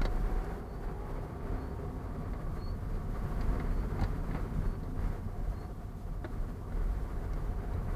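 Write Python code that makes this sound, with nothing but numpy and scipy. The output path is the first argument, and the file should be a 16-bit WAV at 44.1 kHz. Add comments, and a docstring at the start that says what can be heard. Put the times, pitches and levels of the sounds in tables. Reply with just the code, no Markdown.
"""Inside a car on a country road. Uneven asphalt shakes the body into a rumble; the tyre tread roars.
The engine hums and whines upward, eases off, then pulls again in a higher gear.
Over a rough stretch the wheels thump and the dashboard trim rattles; later a loose object knocks.
A thin rising chirp, perhaps a bird, recurs about once a second. Faint hiss and two high tones lie under it."""
import sys
import numpy as np
from scipy import signal
from scipy.fft import rfft, irfft, next_fast_len
from scipy.io import wavfile
from scipy.ndimage import uniform_filter1d, map_coordinates

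SR = 44100
rng = np.random.default_rng(int(sys.argv[2]) if len(sys.argv) > 2 else 0)


def log_audio(samples):
    """Write samples as a 16-bit WAV file to the path given in sys.argv[1]."""
    # one column per channel
    frames = np.atleast_2d(samples).T
    # limit to full scale, then quantise
    limited = np.clip(frames, -1, 1)
    pcm = np.round(limited * 32767).astype(np.int16)
    wavfile.write(sys.argv[1], SR, pcm)


N = 350595

# road-driven body shake: time_s, level_db
BODY_LEVEL = [(0, -32.5), (.3, -32), (.45, -40), (.72, -49.5), (.87, -39), (1.2, -42), (1.35, -54),
              (1.48, -40.5), (1.7, -47.5), (2.3, -40.5), (2.55, -37.5), (3.05, -39), (3.25, -35.5),
              (3.7, -34), (4.2, -38), (4.48, -41.5), (4.65, -33), (4.86, -42), (5.02, -37), (5.18, -44.5),
              (5.55, -37), (5.95, -47.5), (6.4, -35.5), (6.62, -51), (6.75, -34.5), (7.3, -38.5),
              (7.95, -38.5)]
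# suspension drone and floor rumble: time_s, drone_db, rumble_db
CHASSIS_LEVELS = [(0, -48.5, -45), (.7, -48, -51), (1.1, -47.5, -48), (1.75, -47, -45), (2.35, -44, -44),
                  (2.7, -47, -42), (3.25, -44.5, -44), (4.7, -43.5, -44.5), (5.25, -48.5, -44),
                  (5.9, -48.5, -47), (6.45, -47.5, -46), (7.05, -49.5, -47), (7.95, -44.5, -39)]
# body, floor and suspension spectra: freq_hz, density_db
BODY_SPECTRUM = [(12, -30), (24, 3), (33, 5.5), (39, 7.5), (45, 2), (54, 3.5), (64, -14.5), (90, -67.5)]
FLOOR_SPECTRUM = [(50, -16), (68, 4), (84, 11.5), (102, 11), (120, 1.5), (170, -50.5)]
SUSPENSION_SPECTRUM = [(105, -11.5), (128, -4), (150, 3), (185, -3.5), (230, -3.5), (262, -7.5), (290, -9),
                       (400, -58)]
# air resonances inside the tyres: centre_hz, width_hz, gain_db
CAVITY_BANDS = [(258.2, 8.2, -1.5), (151.8, 7.6, -7.5)]
# their swell with the road surface: time_s, level_db
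CAVITY_LEVEL = [(0, -58.5), (1.2, -57), (1.55, -52), (2.1, -48), (2.4, -62.5), (3.1, -57.5), (3.5, -49),
                (4.1, -54), (4.65, -50.5), (5.1, -54), (5.3, -64.5), (7.95, -58)]
# rough road patches: start_s, length_s, roughness
ROAD_PATCHES = [(-.05, 0.65, 4), (0.803, 0.12, 2), (1.067, 0.2, 1.5), (1.435, 0.27, 1.5), (2.54, 0.069, 2),
                (2.827, 0.2, 1.8), (3.12, 1.1, 3.5), (3.365, 0.28, 1), (4.247, 0.23, 4), (4.518, 0.21, 3.5),
                (4.978, 0.18, 4.5), (5.393, 0.27, 2), (6.288, 0.29, 1.5), (6.72, 0.78, 2.5),
                (7.573, 0.22, 1), (7.885, 0.16, 2)]

# rolling-noise drive from speed and surface: time_s, drive
ROLLING_DRIVE = [(0, 0.5), (.7, 1), (1.2, 2), (2.3, 2), (2.75, -0.5), (3.5, 0), (4.4, 0), (5.3, -2),
                 (6.0, -4), (6.4, -1), (6.65, -2), (7.2, -1), (7.95, 3)]
# tread roar and rush spectra: freq_hz, density_db
ROAR_SPECTRUM = [(220, -48), (310, -1.5), (390, 0.5), (460, -1), (540, -4.5), (650, -8.5), (850, -11),
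                 (950, -8), (1050, -16.5), (1400, -51), (2500, -59)]
RUSH_SPECTRUM = [(800, -7), (1120, 4), (1300, 1), (1520, -0.5), (1750, -4.5), (2100, -7), (2550, -16.5),
                 (3200, -20.5), (3750, -24), (4200, -22.5), (4650, -19), (5300, -34), (9000, -67)]
# tread resonances: centre_hz, width_hz
TREAD_BANDS = [(402, 70), (714, 64), (1145, 139)]
# their drift with speed: time_s, low_db, middle_db, high_db
TREAD_GAINS = [(0, -3, -8, -17), (1.7, -20, -6.5, -10), (2.6, -21, -10, -7.5), (3.6, -3.5, -5, -10.5),
               (4.6, -15, -11, -10.5), (5.4, -9, -4.5, -12), (6.7, -16, -8.5, -12.5), (7.95, -12, -7, -12)]

# engine speed and load: time_s, firing_hz, load_db
ENGINE_RUN = [(0, 51.2, -24), (.4, 54.15, 2), (.75, 56.85, 1), (1.05, 59.8, -3), (1.5, 64.26, 0.5),
              (1.85, 66.2, 4.5), (2.2, 66.8, -12), (4.5, 50.3, -19), (6.2, 35.04, -13), (6.8, 37.55, -12.5),
              (7.35, 40.6, -7.5), (7.95, 45.13, -6.5)]
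# cabin resonances swept by the firing rate: centre_hz, width_hz, level_db
CABIN_BOOMS = [(39.4, 11.3, -29), (53, 3.1, -39), (63.6, 14, -48.5)]
# belt-driven whine: time_s, level_db
WHINE_LEVEL = [(0, -53), (.2, -52), (.45, -54.5), (.62, -60), (.85, -57.5), (1.05, -53.5), (1.3, -62),
               (1.9, -64), (2.4, -79), (7.95, -80)]

# wheel blows: start_s, level_db
WHEEL_BLOWS = [(0.203, -28.5), (1.428, -31.5), (4.014, -23), (4.345, -32), (4.583, -22), (4.985, -27.5),
               (5.095, -30), (5.259, -26.5), (6.706, -31)]
# trim contacts: start_s, level_db, treble_db, bass_db
TRIM_HITS = [(0.0147, -24, -4, -1.5), (0.0514, -28.5, 2, 4.5), (2.3335, -36.5, -11, 2),
             (2.952, -46, -2, -1), (3.4085, -35, 0, -10), (3.4165, -39, -16, -5), (3.5964, -38, -4, -8),
             (3.5995, -31.5, -17, -13), (3.993, -32, -16, 5), (3.999, -47, -2, -5),
             (4.0119, -31.5, -11, -2), (4.021, -33.5, -20, 10), (4.0295, -40, -4, 0),
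             (4.0352, -34.5, 1.5, 4), (4.0402, -30, -17, -14), (4.3099, -33, -24, -12),
             (4.3155, -42, -18, -9), (4.333, -38, -10, 0), (4.3465, -30, -26, 1), (4.357, -33, -18, -1),
             (4.366, -37, -16, -3), (4.832, -53.5, 7, 0), (4.99, -36.5, -16, -1), (5.04, -38, -16, 0),
             (6.721, -37, -24, 1), (6.757, -48, -10, -5), (6.771, -46, -20, -1), (7.334, -38, -12, 2),
             (7.736, -48, 2, -6)]
# loose object's contacts: start_s, level_db, treble_db
OBJECT_HITS = [(6.2432, -27, -9), (6.2456, -33, 2), (6.2517, -32, -2), (6.2545, -36, -8)]
# small hard parts' contacts: start_s, level_db
TICK_HITS = [(.016, -53), (.053, -53), (.158, -59), (.445, -58), (4.0107, -52.5), (4.017, -57),
             (4.0365, -58), (7.334, -57.5)]
# modes of body, trim and loose object: freq_hz, gain_db, t60_s
BODY_MODES = [(33.7, -2.5, 0.7), (91.7, -4.5, 0.25), (183, 1, 0.032), (231, -9.5, 0.07)]
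TRIM_MODES = [(370, -6, .04), (560, -3, .04), (780, 0, .035), (980, -1, .035), (1400, -4, .03),
              (1790, -3, .03), (2100, -1, .03), (3100, -14, .02), (4020, -6, .035), (4330, -8, .025),
              (4610, -4, .033)]
OBJECT_MODES = [(335, 2.5, .065), (441, -3, .06), (620, -1, .06), (940, -8, .025), (1300, -3, .028),
                (1520, -5, .035), (3800, -15, .018)]
# contact-noise spectra: freq_hz, density_db
TRIM_SPECTRUM = [(250, 15.5), (800, 8), (2000, -0.5), (3000, -6), (4400, -2.5), (5400, -12), (8500, -21),
                 (10500, -54), (15000, -38)]
OBJECT_SPECTRUM = [(250, 4), (800, 1), (1700, 3), (2700, -10), (4000, -8.5), (5500, -20), (8000, -25),
                   (11000, -45)]
TICK_SPECTRUM = [(2500, -14), (5000, 2), (7500, -1), (10500, -8), (15000, -11.5)]

# rising whistles: start_s, length_s, start_hz, top_hz, level_db
CHIRP_CALLS = [(0.635, 0.18, 4300, 4550, -70), (1.518, 0.24, 4160, 4530, -70.5),
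               (2.561, 0.19, 4180, 4470, -56.5), (3.685, 0.17, 4240, 4500, -69),
               (4.601, 0.19, 4300, 4490, -70), (5.519, 0.17, 4100, 4430, -67.5),
               (7.462, .15, 4160, 4470, -77)]
# background hiss spectrum: freq_hz, density_db
HISS_SPECTRUM = [(1000, -7), (3000, 3), (4600, 2), (5600, 1), (9500, -0.7), (12000, -1.5), (14000, -0.5),
                 (15000, -6), (15700, 2.5)]
# steady electrical tones: pitch_hz, level_db
ELECTRICAL_TONES = [(7072, -97), (14143, -89)]


def road(rough):
    """Uneven asphalt shakes body, floor and suspension, and rings the air in the tyres."""
    drone_db, rumble_db = curves(CHASSIS_LEVELS)
    shake_db, = curves(BODY_LEVEL)
    cavity_db, = curves(CAVITY_LEVEL)
    body = amp(shake_db + 0.5 + 0.35 * rough) * steadied(noise(BODY_SPECTRUM), window_s=0.48)
    floor = amp(rumble_db + 0.36 * rough) * steadied(noise(FLOOR_SPECTRUM), window_s=0.27)
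    cavity = sum(amp(db) * steadied(band(hz, width_hz), window_s=0.41)
                 for hz, width_hz, db in CAVITY_BANDS)
    suspension = amp(drone_db + 0.67 * rough) * steadied(noise(SUSPENSION_SPECTRUM), window_s=0.24)
    return body + floor + suspension + amp(cavity_db) * cavity


def tyres(rough, roar_db=-52.0, rush_db=-59, flutter_db=1.35):
    """Tread roars, rings and flutters; coarse patches lift its rush most."""
    rolling, = curves(ROLLING_DRIVE)
    flutter = amp(flutter_db * wobble(45))
    rings = sum(amp(gain_db) * steadied(band(hz, width_hz), window_s=1.0)
                for (hz, width_hz), gain_db in zip(TREAD_BANDS, curves(TREAD_GAINS)))
    roar = amp(0.98 * rolling + rough) * noise(ROAR_SPECTRUM)
    hum = amp(0.7 * rolling + 0.16 * rough) * rings
    rush = amp(rush_db + rolling + 1.64 * rough) * noise(RUSH_SPECTRUM)
    return flutter * (amp(roar_db) * (roar + hum) + rush)


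def engine(whine_order=14, octave_db=-15, waver_db=2, speed_jitter=0.0028, intake_db=-53.5):
    """Firing hum and belt-driven whine share a shaft; load lifts the hum and a roar, likely intake."""
    firing_hz, load_db = curves(ENGINE_RUN)
    whine_db, = curves(WHINE_LEVEL)
    phase = 2 * np.pi * np.cumsum(firing_hz * (1 + speed_jitter * wobble(27.04))) / SR
    boom = sum(amp(db) * resonance(firing_hz, hz, width_hz) for hz, width_hz, db in CABIN_BOOMS)
    firing = np.sin(phase) + amp(octave_db) * np.sin(2 * phase)
    hum = boom * amp(waver_db * wobble(2.57)) * firing
    whine_gain = amp(whine_db + waver_db * wobble(21))
    whine = whine_gain * np.sin(whine_order * phase + 0.3 * wobble(70))
    intake = amp(intake_db) * steadied(band(centre_hz=403, width_hz=36), window_s=0.91)
    return amp(load_db) * (hum + intake) + whine


def wheel_thumps(rise_s=0.0033):
    """Tyres soften each blow, so only low body modes ring."""
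    out, t = np.zeros(N), np.arange(SR // 2) / SR
    for start_s, db in WHEEL_BLOWS:
        add(out, start_s, amp(db) * ring(BODY_MODES, t) * attack(t, rise_s))
    return out


def trim_rattles(crack_db=-1, ring_db=-11, detune=0.031):
    """Plastic trim cracks and rings, slightly detuned per contact; sharp hits are bright, light ones thin."""
    out, t = np.zeros(N), np.arange(SR // 5) / SR
    contact_noise = noise(TRIM_SPECTRUM)
    for start_s, db, treble_db, bass_db in TRIM_HITS:
        crack = amp(crack_db) * burst(contact_noise, t, t60_s=0.031)
        pitch_ratio = np.exp(detune * rng.normal())
        hit = crack + amp(ring_db) * ring(TRIM_MODES, t * pitch_ratio)
        hit = shelf(hit, corner_hz=950, low_db=bass_db) * attack(t, rise_s=0.0011)
        add(out, start_s, amp(db) * shelf(hit, corner_hz=2800, high_db=treble_db))
    return out


def object_knock(crack_db=-6, ring_db=-10, detune=0.035):
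    """A loose object clacks and settles, each contact on a different spot."""
    out, t = np.zeros(N), np.arange(SR // 5) / SR
    contact_noise = noise(OBJECT_SPECTRUM)
    for start_s, db, treble_db in OBJECT_HITS:
        pitch_ratio = np.exp(detune * rng.normal())
        crack = amp(crack_db) * burst(contact_noise, t, t60_s=0.018)
        modes = amp(ring_db) * ring(OBJECT_MODES, t * pitch_ratio)
        hit = (crack + modes) * attack(t, rise_s=0.001)
        add(out, start_s, amp(db) * shelf(hit, corner_hz=2000, high_db=treble_db))
    return out


def ticks():
    """Small hard parts tick: short, bright noise bursts."""
    out, t = np.zeros(N), np.arange(SR // 10) / SR
    contact_noise = noise(TICK_SPECTRUM)
    for start_s, db in TICK_HITS:
        add(out, start_s, amp(db) * burst(contact_noise, t, t60_s=0.026))
    return out


def chirps(peak_fraction=0.8, echo_db=-9, echo_t60_s=0.22, flutter_db=1.2):
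    """A fluttering whistle slides up and tips over at the end; echoes blur it."""
    out, t = np.zeros(N), np.arange(SR // 4) / SR
    for start_s, length_s, start_hz, top_hz, db in CHIRP_CALLS:
        progress = np.linspace(0, 1, int(length_s * SR))
        pitch_hz = top_hz - (top_hz - start_hz) * np.abs(1 - progress / peak_fraction)
        swell = np.abs(np.sin(np.pi * progress)) ** 1.5
        tone = amp(db) * swell * np.sin(2 * np.pi * np.cumsum(pitch_hz) / SR)
        tail = rng.standard_normal(len(t)) * amp(-60 * t / echo_t60_s)
        add(out, start_s, tone)
        add(out, start_s, amp(echo_db) * signal.fftconvolve(tone, tail / np.linalg.norm(tail)))
    return out * amp(flutter_db * wobble(70))


def hiss(rough, base_db=-68.5, flicker_db=1.0):
    """Faint flickering hiss, louder on rough patches."""
    return amp(base_db + 1.03 * rough + flicker_db * wobble(46)) * noise(HISS_SPECTRUM)


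def electrical_whistle():
    """Thin, steady sine tones."""
    t = np.arange(N) / SR
    return sum(amp(db) * np.sin(2 * np.pi * hz * t) for hz, db in ELECTRICAL_TONES)


def roughness(attack_s=0.056, release_s=0.088):
    """Ramps up as the wheels enter a patch, down as they leave; overlaps add."""
    rough, t = np.zeros(N), np.arange(N) / SR
    for start_s, length_s, height in ROAD_PATCHES:
        ramp = np.minimum((t - start_s) / attack_s, (start_s + length_s - t) / release_s)
        rough += height * np.clip(ramp + 0.5, 0, 1)
    return rough


def cabin_echo(x, wet_db=-7.5, t60_s=0.065):
    """Nearby glass adds a short, dense echo."""
    t = np.arange(SR // 8) / SR
    tail = rng.standard_normal(len(t)) * amp(-60 * t / t60_s) * attack(t, rise_s=0.0023)
    return x + amp(wet_db) * signal.fftconvolve(x, tail / np.linalg.norm(tail))[:N]


def amp(db):
    """Decibels to gain."""
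    return 10 ** (np.asarray(db) / 20)


def unit(x):
    """Scale to rms 1."""
    return x / np.sqrt(np.mean(x ** 2) + 1e-20)


def curves(rows):
    """Per-sample curve for each column after time_s."""
    time_s, *columns = np.transpose(rows)
    return [np.interp(np.arange(N) / SR, time_s, column) for column in columns]


def wobble(rate_hz):
    """Smooth random curve, rate_hz knots a second."""
    steps = np.linspace(0, N, 8192)
    knots = rng.standard_normal(int(N * rate_hz / SR) + 4)
    return np.interp(np.arange(N), steps, map_coordinates(knots, [steps * rate_hz / SR]))


def shaped_noise(response):
    """White noise times a frequency response, rms 1."""
    size = next_fast_len(N + 4096, real=True)
    spectrum = rfft(rng.standard_normal(N), size) * response(np.fft.rfftfreq(size, 1 / SR))
    return unit(irfft(spectrum, size)[:N])


def noise(spectrum):
    """Noise shaped by a spectrum table, rms 1."""
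    freq_hz, db = np.transpose(spectrum)
    return shaped_noise(lambda hz: amp(np.interp(np.log(hz + 1), np.log(freq_hz), db)))


def resonance(hz, centre_hz, width_hz):
    """Resonance gain, 1 at centre."""
    return 1 / (1 + ((hz - centre_hz) / width_hz * 2) ** 2)


def band(centre_hz, width_hz):
    """Randomly driven resonance, rms 1."""
    return shaped_noise(lambda hz: resonance(hz, centre_hz, width_hz))


def steadied(x, window_s):
    """Level out swells longer than window_s; rms 1."""
    size = max(int(window_s * SR), 1)
    power = uniform_filter1d(uniform_filter1d(x ** 2, size), size // 2 + 1)
    return unit(x / np.sqrt(np.abs(power) + 1e-9))


def ring(modes, t):
    """Damped modes of alternating sign; strengths vary per blow."""
    return sum((-1) ** k * amp(db + rng.normal(0, 1) - 60 * t / t60_s) * np.sin(2 * np.pi * hz * t)
               for k, (hz, db, t60_s) in enumerate(modes))


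def burst(source, t, t60_s):
    """Decaying random slice of a noise."""
    return np.roll(source, rng.integers(N))[:len(t)] * amp(-60 * t / t60_s)


def attack(t, rise_s):
    """Exponential onset, 0 to 1."""
    return 1 - np.exp(-t / rise_s)


def shelf(x, corner_hz, low_db=0, high_db=0):
    """Separate gains below and above a corner."""
    low = signal.sosfiltfilt(signal.butter(3, corner_hz, fs=SR, output="sos"), x, padtype=None)
    return amp(low_db) * low + amp(high_db) * (x - low)


def add(track, start_s, sound):
    """Mix sound into track at start_s."""
    part = track[max(round(start_s * SR), 0):][:len(sound)]
    part += sound[:len(part)]


def scene():
    """Mono mix behind the windscreen."""
    rough = roughness()
    loose_parts = cabin_echo(trim_rattles() + ticks() + object_knock())
    driving = road(rough) + tyres(rough) + engine() + wheel_thumps()
    background = chirps() + hiss(rough) + electrical_whistle()
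    return (driving + loose_parts + background)[None]


def record(dry):
    """Steep low-pass on the top treble."""
    cutoff_hz = 15300
    return signal.sosfiltfilt(signal.butter(22, cutoff_hz, fs=SR, output="sos"), dry, padlen=4096)


dry = scene()
out = record(dry)
log_audio(out)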